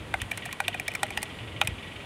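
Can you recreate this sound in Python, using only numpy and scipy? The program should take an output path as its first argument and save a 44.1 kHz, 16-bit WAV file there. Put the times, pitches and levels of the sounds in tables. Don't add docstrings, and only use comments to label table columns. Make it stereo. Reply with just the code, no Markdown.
import sys
import numpy as np
from scipy import signal
from scipy.fft import rfft, irfft
from scipy.io import wavfile
from scipy.ndimage import uniform_filter1d

SR = 44100
rng = np.random.default_rng(int(sys.argv[2]) if len(sys.argv) > 2 else 0)


def volts(x):
    e = np.asarray(x, float) / 20
    return 10 ** e


def transcribe(u):
    v = np.clip(np.atleast_2d(u).T, -1, 1)
    q = np.round(v * 32767).astype(np.int16)
    wavfile.write(sys.argv[1], SR, q)


N = 90404

TICK_DB = 11

# start in seconds, cap level in dB, tick level in dB, cap pitch in Hz,
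# contact time in seconds.
KEYS = [(0.1402, -18, -29, 2175, 0.00066), (0.2166, -16, -25.5, 2640, 0.00038),
        (0.3148, -20, -32, 2366, 0.00219), (.374, -39, -27, 2075, .0012),
        (0.4536, -30, -33.5, 2036, 0.00089), (0.459, -22.5, -31, 2359, 0.00038),
        (0.491, -28, -50, 1984, 0.00042), (.512, -28, -45, 2300, 0.00081), (.527, -23, -25, 2380, 0.00076),
        (0.603, -12.5, -27, 2360, 0.00041), (0.6803, -11, -18, 2520, 0.00071),
        (0.744, -22.5, -34, 2465, 0.0017), (0.7974, -14.5, -25, 2350, 0.00053),
        (0.8794, -18.5, -21, 2360, 0.00065), (0.9162, -26.5, -44, 2427, 0.00097),
        (0.9508, -19.5, -25, 2330, 0.00096), (1.031, -13, -20.5, 2290, 0.0005),
        (1.0655, -29, -44.5, 2020, .0006), (1.105, -20, -31, 2253, 0.00051),
        (1.1745, -19, -24.5, 2450, 0.00069), (1.2284, -27, -21.5, 2460, 0.00125),
        (1.6139, -6, -18.5, 2550, 0.00039), (1.6729, -11, -19, 2540, 0.00044)]
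# ratio to the cap pitch, level in dB, 60 dB decay time in seconds.
CAP_MODES = [(1.0, 5.5, 0.0082), (1.09, -16.5, 0.0089)]
BOUNCE_S, BOUNCE_DB = 0.0038, -12
CAP_DB = -1.5
SWELL_EARLY = 0.6
SCRAPE_EXTRA_S = 0.00069


def presses(body, ticks):
    for start_s, cap_db, tick_db, hz, contact_s in KEYS:
        grit = rng.standard_normal((3, 700))
        for late_s, less_db in ((-SWELL_EARLY * contact_s, 0), (BOUNCE_S, BOUNCE_DB)):
            add(body, start_s + late_s, rung(CAP_MODES, hz, contact_s, cap_db + CAP_DB + less_db))
            tick = scrape(grit, SCRAPE_EXTRA_S + contact_s, tick_db + TICK_DB + less_db)
            add(ticks, start_s + late_s, tick)


# start in seconds, level in dB, length in seconds.
TOUCHES = [(0.147, -52, 0.0048), (0.213, -51, 0.0014), (0.311, -35, 0.0043), (0.377, -34, 0.0038),
           (0.6, -38, 0.00163), (0.879, -29.5, 0.0039), (0.936, -35.5, 0.0041), (0.944, -50, 0.00144),
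           (1.029, -35, 0.0014), (1.164, -49, 0.0044), (1.171, -37, 0.00298), (1.217, -36, 0.00533),
           (1.6106, -35, 0.0055), (1.633, -45, 0.006), (1.646, -38, 0.0061)]
TOUCH_CAP_HZ, TOUCH_CAP_DB = 2113, 5


def touches(body, ticks):
    for start_s, db, length_s in TOUCHES:
        grit = rng.standard_normal((3, 700))
        add(ticks, start_s, scrape(grit, length_s / 2, db + TICK_DB))
        add(body, start_s, rung(CAP_MODES, TOUCH_CAP_HZ, length_s / 2, db + TOUCH_CAP_DB))


# start in seconds, case level in dB, clack level in dB,
# case pitch ratio.
THUMPS = [(.1415, -19.5, -11.5, 0.96), (.219, -38, -29, 1.2), (.318, -31.5, -47.5, 0.87),
          (.379, -38, -25.5, 1.1), (.461, -30.5, -47, 0.91), (.491, -39, -31, 1.2),
          (.531, -35.5, -32, 1.33), (.603, -19, -16.5, 0.99), (.684, -23.5, -21.5, 0.881),
          (.748, -27, -25, 0.92), (.800, -34, -43, 0.94), (.885, -30.5, -49, 0.86), (.953, -34.5, -25, .9),
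          (1.032, -17, -17, 1.02), (1.109, -33, -44, 1), (1.176, -24, -49, 1.043), (1.229, -29, -52, 1.06),
          (1.6152, -17, -23, 1.03), (1.677, -32, -57, 1.1)]
# frequency in Hz, level in dB, 60 dB decay time in seconds.
CASE_MODES = [(614, -6.5, 0.12), (796.4, 11, 0.032), (919, -2, 0.034)]
CASE_CONTACT_S = 0.00079
CLACK_EARLY_S, CLACK_DB = 0.001006, -5


def thumps(body):
    for start_s, case_db, clack_db, ratio in THUMPS:
        thump = rung(CASE_MODES, ratio, CASE_CONTACT_S, case_db, rough=0, length=64)
        add(body, start_s - CASE_CONTACT_S, thump)
        add(body, start_s - CLACK_EARLY_S, clack(clack_db + CLACK_DB))


# frequency in Hz, level in dB, 60 dB decay time in seconds.
CLACK_MODES = [(1110, -23, 0.016), (1450, -17, 0.026), (1750, 38, 0.026)]
SCATTER_DB, DETUNE = 2.5, 0.01


def clack(db):
    t = np.arange(2048) / SR
    ring = np.zeros(len(t))
    for hz, mode_db, t60_s in CLACK_MODES:
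        gain = volts(mode_db + SCATTER_DB * rng.standard_normal())
        pitch = hz * 0.89 * (1 + DETUNE * rng.standard_normal())
        ring += gain * decay(t, t60_s) * np.sin(2 * np.pi * pitch * t)
    push = contact(np.ones(64), 0.0001)
    return peak(signal.fftconvolve(ring, push)[:len(t)], db)


# frequency in Hz, density in dB per Hz.
TICK_SPECTRUM = [(1500, -34), (3800, 2), (4900, -2.5), (5700, 1), (7000, -2), (8600, 5), (11000, -2),
                 (15500, -12.5)]


def keys():
    body, ticks = np.zeros(N + SR), np.zeros((2, N + SR))
    presses(body, ticks)
    touches(body, ticks)
    thumps(body)
    body = signal.sosfilt(signal.butter(4, 520, "high", fs=SR, output="sos"), body[:N])
    return body + irfft(rfft(ticks[:, :N]) * volts(curve(TICK_SPECTRUM)), N)


# start in seconds, low mode level in dB,
# middle mode level in dB, middle mode frequency in Hz, high mode level in dB.
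PLATE = [(0.1398, -20, -18.5, 2870, -27.5), (0.2174, -20.5, -24, 3000, -30),
         (0.3158, -22, -20.5, 2913, -34), (.374, -30, -28, 2800, -40), (0.4547, -22.5, -30, 2820, -48.5),
         (.527, -26, -26.5, 2850, -39), (.602, -20, -20.5, 2933, -30), (0.6803, -21.5, -17.5, 3066, -18.5),
         (0.743, -22.5, -34, 2900, -40), (0.7968, -21, -29, 2770, -45), (.8797, -18.5, -27, 2830, -33.5),
         (0.9501, -23, -23.5, 2700, -42), (1.031, -12, -24.5, 2820, -24), (1.105, -29, -34.5, 2770, -47.5),
         (1.1739, -15.5, -13.5, 2920, -30.5), (1.2284, -25.5, -21.5, 2880, -35),
         (1.6140, -17.5, -9.5, 3250, -16.5), (1.6735, -25.5, -23, 3050, -43.5)]
PLATE_CONTACT_S = 0.00029
PLATE_LOW_HZ, PLATE_LOW_T60_S = 2030, 0.014
PLATE_MID_T60_S = 0.0072
PLATE_HIGH_HZ, PLATE_HIGH_T60_S = 3800, 0.009
# start in seconds, frequency in Hz, level in dB.
PINGS = [(0.139, 1604, -24), (0.217, 3244, -29), (.329, 1880, -29), (.49, 1940, -27.5), (0.603, 1527, -19),
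         (0.679, 4630, -32), (.88, 5630, -22), (.952, 5720, -28), (0.956, 1400, -30), (1.031, 1526, -19),
         (1.033, 3280, -27), (1.106, 4630, -42), (1.167, 3000, -31), (1.175, 5180, -20.5),
         (1.182, 2000, -31), (1.187, 1980, -27), (1.2315, 2170, -26.5), (1.6142, 1510, -15),
         (1.615, 4775, -32), (1.617, 3990, -26), (1.624, 1346, -28), (1.626, 2383, -29), (1.672, 5300, -25),
         (1.679, 2120, -28), (.143, 2230, -16.5), (.314, 2380, -25), (.8826, 2410, -16), (.9545, 2330, -20),
         (1.111, 2260, -34), (1.621, 2530, -24), (1.65, 2500, -36)]
PING_T60_S = 0.018


def plate():
    out = np.zeros(N + SR)
    for start_s, low_db, mid_db, mid_hz, high_db in PLATE:
        modes = (
            (PLATE_LOW_HZ, low_db, PLATE_LOW_T60_S),
            (mid_hz, mid_db, PLATE_MID_T60_S),
            (PLATE_HIGH_HZ, high_db, PLATE_HIGH_T60_S),
        )
        for hz, db, t60_s in modes:
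            add(out, start_s, rung([(hz, 0, t60_s)], 0.943, PLATE_CONTACT_S, db))
    for start_s, hz, db in PINGS:
        add(out, start_s, rung([(hz, 0, PING_T60_S)], 0.95, PLATE_CONTACT_S, db))
    return out[:N]


PUSH_ROUGH, PHASE_SCATTER = 1, 0.12


def rung(modes, scale, contact_s, db, rough=PUSH_ROUGH, length=684):
    t = np.arange(2048) / SR
    push = contact(1 + rough * rng.standard_normal(length), contact_s)
    ring = np.zeros(len(t))
    for hz, mode_db, t60_s in modes:
        swell = signal.fftconvolve(decay(t, t60_s), push)[:len(t)]
        cycles = hz * scale * (t - contact_s) + PHASE_SCATTER * rng.standard_normal()
        ring += volts(mode_db) * swell * np.cos(2 * np.pi * cycles)
    return peak(ring, db)


GRIT = 1.5
TICK_LIKENESS = 0.28


def scrape(chance, contact_s, db):
    grit = np.sign(chance) * np.abs(chance) ** GRIT
    pair = TICK_LIKENESS * grit[0] + (1 - TICK_LIKENESS) * grit[1:]
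    return peak(contact(pair, contact_s), db)


def contact(noise, contact_s):
    t = np.arange(noise.shape[-1]) / SR / np.clip(contact_s, 1e-4, 0.004)
    return noise * t ** 2 * np.exp(-2 * t)


def decay(t, t60_s):
    return np.exp(-np.log(1000) * t / t60_s)


# frequency in Hz, left minus right level in dB.
PORTS = [(300, 14), (800, 2.5), (1500, 3), (2400, -11), (3500, -5), (5500, -3.5), (8500, -0.5),
         (12500, -5.5)]
# frequency in Hz, lag of the right port in radians.
PORT_LAG = [(500, 0.091), (1000, 0.2), (1600, 1.76), (2400, 1.94), (3500, 6.61), (6000, 10.8),
            (10000, 16.94), (16000, 23.6)]


def ports(x):
    half_db = curve(PORTS) / 2
    left = volts(half_db)
    right = volts(-half_db) * np.exp(-1j * curve(PORT_LAG))
    return irfft(rfft(x * np.ones((2, 1))) * np.array([left, right]), N)


DESK_DB, DESK_T60_S, DESK_TOP_HZ = -12, 0.071, 4840


def desk(x):
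    t = np.arange(SR // 8) / SR
    tail = rng.standard_normal((2, len(t))) * decay(t, DESK_T60_S)
    tail /= np.sqrt((tail ** 2).sum(axis=1, keepdims=True))
    tail = signal.lfilter(*signal.butter(1, DESK_TOP_HZ, fs=SR), tail)
    return signal.fftconvolve(x, tail, axes=1)[:, :N] * volts(DESK_DB)


# time in seconds, level in dB.
KNOCKS = [(.023, -10), (.067, -15), (.111, -12), (.155, -16), (.199, 7.5), (.243, -10), (.287, -22),
          (.418, 4), (.506, 1.5), (.550, -8), (.594, -28.5), (.638, 5.5), (.726, 5), (.991, -3), (1.125, 3),
          (1.300, 1.5), (1.386, 3.5), (1.473, 2), (1.519, -0.5), (1.561, 3), (1.737, -5), (1.781, 2),
          (1.825, 3), (1.869, 1), (1.913, -1.5), (2.000, 1.5)]
# frequency in Hz, width in Hz, level in dB.
CAGE = [(2070, 290, -10), (2300, 460, -2.5), (2887, 650, 0), (3080, 550, -10.5), (3497, 170, -11)]
CAGE_RING = 0.15
TURN_HZ, FIRST_TURN_S = 22.76, 0.0233
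RATTLE_DB, RATTLE_RISE_S, RATTLE_FALL_S = -43.5, 0.001, 0.022
RATTLE_SCATTER_DB = 1.5
WHINE_HZ, WHINE_WIDTH_HZ, WHINE_DB, WHINE_STEADY = 1927.2, 51, -49.5, 1.56


def rattle():
    turns = (np.arange(N) / SR - FIRST_TURN_S) * TURN_HZ + 1
    size_db = RATTLE_SCATTER_DB * rng.standard_normal(60)
    for time_s, db in KNOCKS:
        size_db[int(round((time_s - FIRST_TURN_S) * TURN_HZ + 1))] = db
    since_s = turns % 1 / TURN_HZ
    shake = (1 - np.exp(-since_s / RATTLE_RISE_S)) * np.exp(-since_s / RATTLE_FALL_S)
    shake = shake * volts(size_db[turns.astype(int)])

    noise = rng.standard_normal((2, len(CAGE), N)) * (shake + CAGE_RING)
    noise[1] = 0.27 * noise[0] + 0.96 * noise[1]
    cage = np.zeros((2, N))
    for k, (hz, width_hz, db) in enumerate(CAGE):
        ring = band(band(noise[:, k], hz, width_hz), hz, 2 * width_hz)
        cage += volts(db) * np.sqrt(200 / width_hz) * ring

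    whine = rng.standard_normal(N) * (shake + WHINE_STEADY)
    whine = band(band(whine, WHINE_HZ, WHINE_WIDTH_HZ), WHINE_HZ, 2 * WHINE_WIDTH_HZ)
    return level(ports(cage), RATTLE_DB) + level(ports(whine), WHINE_DB)


# centre in seconds, length in seconds, level in dB, frequency in Hz.
PUFFS = [(.01, 0.0477, -39.5, 81), (0.116, 0.159, -40, 100), (0.149, 0.0152, -30, 102.8),
         (0.224, 0.015, -30, 94.2), (0.274, .03, -37, 70), (0.324, 0.052, -56, 60.4),
         (.47, 0.029, -40, 101), (0.89, 0.013, -52, 114), (1.092, 0.028, -40.5, 108),
         (1.427, 0.096, -42.5, 120), (1.473, 0.013, -31.5, 93.3), (1.56, 0.22, -41, 99.16),
         (1.651, 0.0183, -32.5, 110), (1.689, 0.0075, -25, 105), (1.724, 0.019, -30, 79.6),
         (1.778, 0.03, -41.5, 79), (0.097, 0.029, -46.5, 62.2), (.255, 0.073, -41, 61),
         (1.18, 0.0216, -39, 68.2), (1.978, 0.0485, -45.5, 79.3)]
PUFF_LEFT_DB, PUFF_RIGHT_DB = 6.5, -10
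PUFF_WOBBLE = 0.15


def puffs():
    t = np.arange(N) / SR
    wavering_s = np.cumsum(1 + PUFF_WOBBLE * np.array([walk(60), walk(77)]), axis=1) / SR
    low = np.zeros((2, N))
    for centre_s, length_s, db, hz in PUFFS:
        swell = np.exp(-((t - centre_s) / length_s * 2) ** 2)
        low += volts(db) * swell * np.sin(2 * np.pi * hz * wavering_s)
    return low * volts(np.array([[PUFF_LEFT_DB], [PUFF_RIGHT_DB]]))


# frequency in Hz, density in dB per Hz.
AIR_LEFT = [(30, -1.5), (100, -0.5), (300, -6.5), (800, -10.5), (3300, -18.5), (5500, -34), (8600, -31),
            (15000, -46)]
AIR_RIGHT = [(30, -46), (100, -2.5), (300, -5.5), (800, -10.5), (3000, -13), (5500, -29), (9800, -24.5),
             (15000, -44)]
# frequency in Hz, likeness from 0 to 1.
LIKENESS = [(60, 0.78), (300, 0.89), (800, 0.38), (2000, 0), (6000, 0)]
AIR_DB, FLICKER_DB = -41.5, 1
HUM_HZ, HUM_WIDTH_HZ, HUM_DB = 97.9, 23.4, -52


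def air():
    like = np.clip(curve(LIKENESS), 0, 1)
    shared, left, right = (flicker() for _ in range(3))
    pair = []
    for own, spectrum in ((left, AIR_LEFT), (right, AIR_RIGHT)):
        mixed = np.sqrt(like) * shared + np.sqrt(1 - like) * own
        pair.append(irfft(mixed * volts(curve(spectrum)), N))
    hum = rng.standard_normal(N)
    for _ in range(2):
        hum = band(hum, HUM_HZ, HUM_WIDTH_HZ)
    return level(np.array(pair), AIR_DB) + level(hum, HUM_DB)


def flicker():
    return rfft(rng.standard_normal(N) * volts(FLICKER_DB * walk(8.61)))


def walk(rate_hz):
    k = int(SR / rate_hz)
    steps = np.repeat(rng.standard_normal(N // k + 1), k)
    return 1.3 * uniform_filter1d(uniform_filter1d(steps, k), k)[:N]


def band(x, hz, width_hz):
    return signal.lfilter(*signal.iirpeak(hz, hz / width_hz, SR), x)


def curve(table):
    bins_hz = np.maximum(np.arange(N // 2 + 1) * SR / N, 1)
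    hz, value = np.array(table).T
    return np.interp(np.log(bins_hz), np.log(hz), value)


def level(x, db):
    return x * volts(db) / np.sqrt(np.mean(x ** 2))


def peak(y, db):
    return y * volts(db) / np.abs(y).max()


def add(out, start_s, y):
    i = int(start_s * SR)
    out[..., i:i + y.shape[-1]] += y


def scene():
    near = ports(keys() + plate())
    fan = rattle() + puffs() + air()
    return near + desk(near) + fan


def roll_off(x):
    return signal.sosfilt(signal.butter(12, 16960, fs=SR, output="sos"), x)


def record(dry):
    mix = np.clip(dry, -0.94, 0.94)
    mix = signal.sosfilt(signal.ellip(8, 0.2, 60, 15700, fs=SR, output="sos"), mix)
    mix = signal.sosfilt(signal.butter(4, 42, "high", fs=SR, output="sos"), mix)
    return roll_off(mix)


dry = scene()
out = record(dry)
transcribe(out)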